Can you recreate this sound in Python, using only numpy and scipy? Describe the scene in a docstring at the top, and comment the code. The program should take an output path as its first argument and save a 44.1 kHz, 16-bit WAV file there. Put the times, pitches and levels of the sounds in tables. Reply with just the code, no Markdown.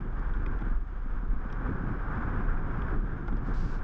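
"""A wheeled sled roars down a concrete chute on an open hillside, heard from the rider's helmet.
Grit under the wheels excites broadband rolling noise, and the uneven track shakes the shell into a rumble.
Impacts ring damped modes: bumps thump the shell, joints clack the chassis, loose fittings tick.
Wind buffets the microphone over a faint electrical whine.
Near the end something brushes along the banked wall with a short hiss."""
import sys
import numpy as np
from scipy import signal
from scipy.fft import rfft, irfft, next_fast_len
from scipy.io import wavfile
from scipy.ndimage import uniform_filter1d

SR = 44100
rng = np.random.default_rng(int(sys.argv[2]) if len(sys.argv) > 2 else 0)


def file_out(sig):
    """Save sig as 16-bit WAV at sys.argv[1]."""
    # one column per channel
    cols = np.atleast_2d(sig).T
    # limit, then scale
    lim = np.clip(cols, -1, 1)
    pcm = np.round(lim * 32767).astype(np.int16)
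    wavfile.write(sys.argv[1], SR, pcm)


N = 168903
FLUTTER_HZ = 14   # bandwidth of the random level flutter in roar and rumble


def from_db(db):
    """Decibels to amplitude ratio."""
    return 10 ** (np.asarray(db) / 20)


def rms_one(x):
    """Normalisation to unit rms."""
    return x / np.sqrt(np.mean(x ** 2) + 1e-20)


def in_time(rows):
    """Linear interpolation of (time_s, value) rows at every sample."""
    time_s, value = np.transpose(rows)
    return np.interp(np.arange(N) / SR, time_s, value)


def coloured(x, spectrum):
    """Spectral shaping by (frequency_hz, density_db) rows, falling 12 dB an octave outside; unit rms."""
    hz, db = np.transpose(spectrum)
    size = next_fast_len(N)
    bin_hz = np.maximum(np.fft.rfftfreq(size, 1 / SR), 1)
    skirts = np.minimum(1, bin_hz / hz[0]) ** 2 * np.minimum(1, hz[-1] / bin_hz) ** 2
    gain = from_db(np.interp(np.log(bin_hz), np.log(hz), db))
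    return rms_one(irfft(rfft(x, size) * skirts * gain, size)[:N])


def low_pass(x, hz, order=2):
    """Butterworth low-pass filter."""
    return signal.sosfilt(signal.butter(order, hz, fs=SR, output="sos"), x + 1e-18)


def band_below(x, hz):
    """Zero-phase low-pass: filtering forwards and backwards cancels the delay."""
    forwards = low_pass(x, hz, order=4)
    return low_pass(forwards[::-1], hz, order=4)[::-1]


def drift(hz):
    """Slow random fluctuation: low-passed noise of unit rms."""
    pole = np.exp(-2 * np.pi * hz / SR)
    return rms_one(signal.lfilter([1], [1, -2 * pole, pole * pole], rng.standard_normal(N + SR))[SR:])


def ring(x, hz, t60_s):
    """Damped resonator: a unit impulse starts a decaying sine of amplitude 1."""
    radius, angle = np.exp(-np.log(1000) / (t60_s * SR)), 2 * np.pi * hz / SR
    return signal.lfilter([0, np.sin(angle)], [1, -2 * radius * np.cos(angle), radius ** 2], x + 1e-18)


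def modal_response(force, modes):
    """Superposition of damped modes (pitch_hz, level_db, t60_s), alternating in sign."""
    return sum(from_db(db) * ring(force, hz, t60_s) * (-1) ** k for k, (hz, db, t60_s) in enumerate(modes))


def evened(x, span_s):
    """Division by the running rms takes the slow swings out of a noise."""
    return x / np.sqrt(uniform_filter1d(x ** 2, int(span_s * SR)) + 1e-6)


def add(out, start_s, x):
    """Superpose a short sound at its start time."""
    i = int(start_s * SR)
    out[i:i + len(x)] += x[:N - i]


def whine():
    """Amplitude modulation: a thin electrical tone and its octave flutter evenly as their phase wanders."""
    # pitch_hz, level_db
    partials = [(6435, -92.5), (12870, -102)]
    depth, rate_hz = 0.94, 50
    t = np.arange(N) / SR
    flutter = 1 + depth * np.sin(2 * np.pi * rate_hz * t)
    wander = 1.3 * drift(hz=40)
    return flutter * sum(from_db(db) * np.sin(2 * np.pi * hz * t + wander) for hz, db in partials)


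def wall_brush():
    """Friction noise: a light sliding contact bites in and hisses for about a quarter of a second."""
    # envelope of the contact: time_s, level_db
    envelope = [(3.40, -85), (3.47, -66), (3.533, -70), (3.541, -57), (3.64, -59.5), (3.745, -60),
                (3.785, -67), (3.82, -80)]
    # spectrum of the hiss: frequency_hz, density_db
    spectrum = [(1500, -8.5), (2800, 0), (3900, -2.5), (4900, -0.5), (6300, -6), (7500, -12.5), (8700, -21),
                (10500, -36.5), (13000, -41.5)]
    gain_db, flutter_db = -3.5, 0.7
    level_db = gain_db + in_time(envelope) + flutter_db * drift(hz=40)
    return from_db(level_db) * coloured(rng.standard_normal(N), spectrum)


def wind_buffeting():
    """Turbulence: the pressure of passing eddies throbs on the microphone."""
    # envelope of the gusts: time_s, level_db
    gusts = [(0.0, -35), (0.29, -30.5), (0.33, -29), (0.56, -31), (0.63, -35.5), (0.70, -27), (0.79, -27.5),
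             (0.85, -37.5), (0.98, -34.5), (1.16, -29.5), (1.22, -35.5), (1.30, -25), (1.40, -32),
             (1.45, -36), (1.62, -33), (1.77, -35), (2.0, -33.5), (2.2, -35.5), (2.44, -30), (2.53, -24.5),
             (2.59, -31.5), (2.87, -35), (2.99, -26), (3.04, -32.5), (3.26, -39.5), (3.31, -27.5),
             (3.46, -35.5), (3.56, -25.5), (3.66, -31.5), (3.82, -31.5)]
    # spectrum of the eddies: frequency_hz, density_db
    spectrum = [(12, -7), (22, 6), (31, 2.5), (40, 6), (52, -10.5), (80, -27.5), (160, -43), (400, -60)]
    gain_db = 2
    eddies = evened(coloured(rng.standard_normal(N), spectrum), span_s=0.054)
    return from_db(gain_db + in_time(gusts)) * eddies


def fitting_ticks():
    """Impact and chatter: a loose fitting gives a heavily damped crack and rings the nearest modes."""
    # ticks: start_s, level_db, main_pitch_hz, chatter_decay_s, crack_relative_db
    ticks = [(0.194, -52, 5300, .003, 1), (0.338, -50, 3500, .004, -6.5), (0.350, -55, 6500, .006, 0),
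             (0.4625, -35, 2190, 0.0022, -1), (0.4645, -52, 4700, 0.0034, -1),
             (0.590, -50.5, 3600, .003, 0), (0.611, -52, 6000, .004, 0), (0.619, -52, 2970, 0.0066, 1),
             (0.702, -54, 6900, .008, 3), (1.502, -49, 3250, .0015, -11), (1.523, -55, 5000, .001, -12),
             (1.526, -40.5, 5400, 0.00087, -20), (1.528, -49, 3250, .0015, -10),
             (2.159, -55, 3500, .003, 4), (2.820, -41.5, 2600, 0.0036, 3.5),
             (3.280, -43.5, 4380, 0.0064, 0), (3.327, -54, 3500, .012, 0), (3.369, -50, 4400, 0.0065, 2),
             (3.375, -56.5, 3700, .001, -3)]
    # modes of the fittings: pitch_hz, level_db, t60_s
    modes = [(2080, 0, .015), (2440, 2, 0.014), (3270, -2.5, .015), (3700, -5.5, 0.013), (4920, -9, 0.0091),
             (5400, -9.5, 0.011), (5800, -13, 0.009), (6500, -22, 0.0092), (8400, -10, .009)]
    chatter_share, crack_cycles = 0.31, 5   # share of the contact's energy; periods to decay by 60 dB
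    slope_db_per_octave = 16.5   # modes away from the main pitch ring less
    out, t = np.zeros(N), np.arange(SR // 10) / SR
    for start_s, level_db, main_hz, decay_s, crack_db in ticks:
        chatter = rng.standard_normal(len(t)) * np.exp(-t / decay_s)
        chatter /= np.linalg.norm(chatter)
        contact = np.sqrt(chatter_share) * chatter + np.sqrt(1 - chatter_share) * (t == 0)
        crack = from_db(crack_db) * ring(contact, main_hz, crack_cycles / main_hz)
        excited = [(hz, db - slope_db_per_octave * abs(np.log2(hz / main_hz)), t60_s)
                   for hz, db, t60_s in modes]
        add(out, start_s, from_db(level_db) * (crack + modal_response(contact, excited)))
    return low_pass(out, hz=6500)


def joint_clacks():
    """Impulse response: the wheels strike joints in the track and the chassis rings freely."""
    # strikes on the joints: start_s, level_db
    strikes = [(0.4635, -42), (0.619, -36), (0.624, -43), (3.280, -38.5), (3.2828, -30), (3.2885, -39),
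               (3.325, -35)]
    # modes of the chassis: pitch_hz, level_db, t60_s
    modes = [(563, -8.5, .012), (832, -5, 0.042), (1368, -3, 0.033), (1540, -11, 0.013),
             (2040, -16.5, 0.021)]
    force, pulse = np.zeros(N), low_pass(signal.unit_impulse(SR // 100), hz=3500)
    for start_s, level_db in strikes:
        add(force, start_s, from_db(level_db) * pulse)
    return modal_response(force, modes)


def bump_thumps():
    """Impact excitation: each bump thuds and rings the shell; a harder contact has a wider spectrum."""
    # drops over bumps and joints: start_s, level_db, contact_cutoff_hz
    bumps = [(0.189, -33, 400), (0.616, -25, 600), (0.666, -26, 450), (0.708, -27, 350),
             (1.055, -28.5, 350), (1.227, -27, 350), (1.326, -27, 350), (1.358, -30, 350),
             (1.451, -28.5, 400), (1.707, -23.5, 400), (1.831, -21.5, 400), (1.925, -31, 129),
             (2.18, -22, 140), (2.397, -22, 218), (2.661, -29.5, 400), (2.779, -29.5, 400),
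             (3.320, -25.5, 500), (3.336, -24.5, 200), (3.478, -26.5, 283), (3.628, -25, 140),
             (3.643, -26.5, 300), (3.657, -33, 400)]
    # modes of the shell: pitch_hz, level_db, t60_s
    modes = [(86, -9.5, 0.02), (136, -5, 0.055), (199, -5.5, 0.036), (241.6, 0, 0.049), (300, -11.5, 0.067),
             (444, -16, 0.035)]
    force, impulse = np.zeros(N), signal.unit_impulse(SR // 20)
    for start_s, level_db, cutoff_hz in bumps:
        add(force, start_s, from_db(level_db) * low_pass(impulse, cutoff_hz))
    thud = from_db(3) * ring(force, hz=170, t60_s=0.014)
    return thud + modal_response(force, modes)


def shell_rumble():
    """Forced vibration: the uneven track shakes the shell in lumps."""
    # envelope of the shaking: time_s, level_db
    envelope = [(0.0, -39.5), (0.29, -44.5), (0.41, -38), (0.69, -43.5), (0.81, -51), (1.02, -50),
                (1.16, -43.5), (1.34, -45.5), (1.55, -43.5), (1.69, -33.5), (1.78, -37.5), (1.92, -35.5),
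                (2.05, -42), (2.19, -34.5), (2.41, -36.5), (2.52, -39.5), (2.93, -35), (3.02, -39.5),
                (3.18, -38), (3.28, -40.5), (3.5, -37.5), (3.58, -41), (3.66, -35.5), (3.72, -39.5),
                (3.82, -43)]
    # spectrum of the rumble: frequency_hz, density_db
    spectrum = [(35, -7), (60, 4.5), (120, 2.5), (180, -1), (270, -4.5), (380, -9.5), (520, -18),
                (800, -33)]
    gain_db, flutter_db = 1.5, 1.2
    vibration = coloured(rng.standard_normal(N), spectrum)
    lumps = from_db(flutter_db * drift(FLUTTER_HZ))
    return from_db(gain_db + in_time(envelope)) * evened(vibration * lumps, span_s=0.16)


def grit_contact():
    """Shot noise: grains of random size strike the wheels, over smooth Gaussian noise."""
    grains_per_s, spread_db, power_share = 4000, 4, 0.36
    sizes = from_db(spread_db * np.minimum(rng.exponential(1, N), 4)) * rng.choice([-1, 1], N)
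    grains = rms_one(sizes * (rng.random(N) < grains_per_s / SR))
    return np.sqrt(power_share) * grains + np.sqrt(1 - power_share) * rng.standard_normal(N)


def wheel_roar():
    """Rolling noise: grit drives a broad roar, joined by faint narrow bands; load fills the low end."""
    # envelope of the roar: time_s, level_db
    envelope = [(0.0, -52), (0.22, -47.5), (0.33, -49), (0.47, -46.5), (0.66, -48), (0.76, -49.5),
                (0.81, -56.5), (1.03, -53.5), (1.16, -50.5), (1.35, -52), (1.45, -47), (1.65, -43.5),
                (2.04, -45), (2.14, -41.5), (2.42, -42.5), (2.62, -44.5), (2.94, -43), (3.0, -51),
                (3.16, -46), (3.26, -50), (3.38, -48.5), (3.52, -45), (3.63, -50.5), (3.73, -46.5),
                (3.82, -48)]
    # spectrum of the roar: frequency_hz, density_db
    spectrum = [(250, -7), (450, -1.5), (620, -6), (850, -1.5), (1200, 1.5), (1600, 1), (1780, -6.5),
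                (1950, -13), (2350, -16.5), (2650, -24.5), (3400, -27), (4300, -40), (5200, -36.5),
                (5900, -46), (6800, -45), (8000, -54.5), (13000, -61)]
    # two faint rings of the running gear, and a thin noisy band of the electrical whine:
    # pitch_hz, bandwidth_hz, relative_db
    narrow_bands = [(739.6, 13, -17.5), (1170, 65, -17.5), (6430, 99, -51)]
    gain_db, flutter_db = 1, 1
    low_follows, high_follows = 0.95, 0.44   # shares of the level swing in bass and treble
    roar = evened(coloured(grit_contact(), spectrum), span_s=0.092)
    for hz, bandwidth_hz, db in narrow_bands:
        t60_s = np.log(1000) / (np.pi * bandwidth_hz)
        roar += from_db(db) * rms_one(ring(rng.standard_normal(N), hz, t60_s))
    low, low_and_mid = band_below(roar, hz=1080), band_below(roar, hz=2460)
    level_db = in_time(envelope)
    swing_db = level_db - level_db.mean()
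    loaded = (from_db(low_follows * swing_db) * low
              + from_db(swing_db) * (low_and_mid - low)
              + from_db(high_follows * swing_db) * (roar - low_and_mid))
    return from_db(gain_db + level_db.mean() + flutter_db * drift(FLUTTER_HZ)) * loaded


def scene():
    """Free-field superposition: the sources travel with the listener and add without echo."""
    continuous = wheel_roar() + shell_rumble() + wind_buffeting()
    impacts = bump_thumps() + joint_clacks() + fitting_ticks()
    return (continuous + impacts + whine() + wall_brush())[None]


def record(dry):
    """Band limiting: a steep low-pass cuts the top after a short fade in."""
    fade_s, stopband_hz = 0.008, 15500
    fade = np.sin(np.pi / 2 * np.minimum(np.arange(N) / SR / fade_s, 1)) ** 2
    return signal.sosfilt(signal.cheby2(12, 70, stopband_hz, fs=SR, output="sos"), dry * fade)


dry = scene()
out = record(dry)
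file_out(out)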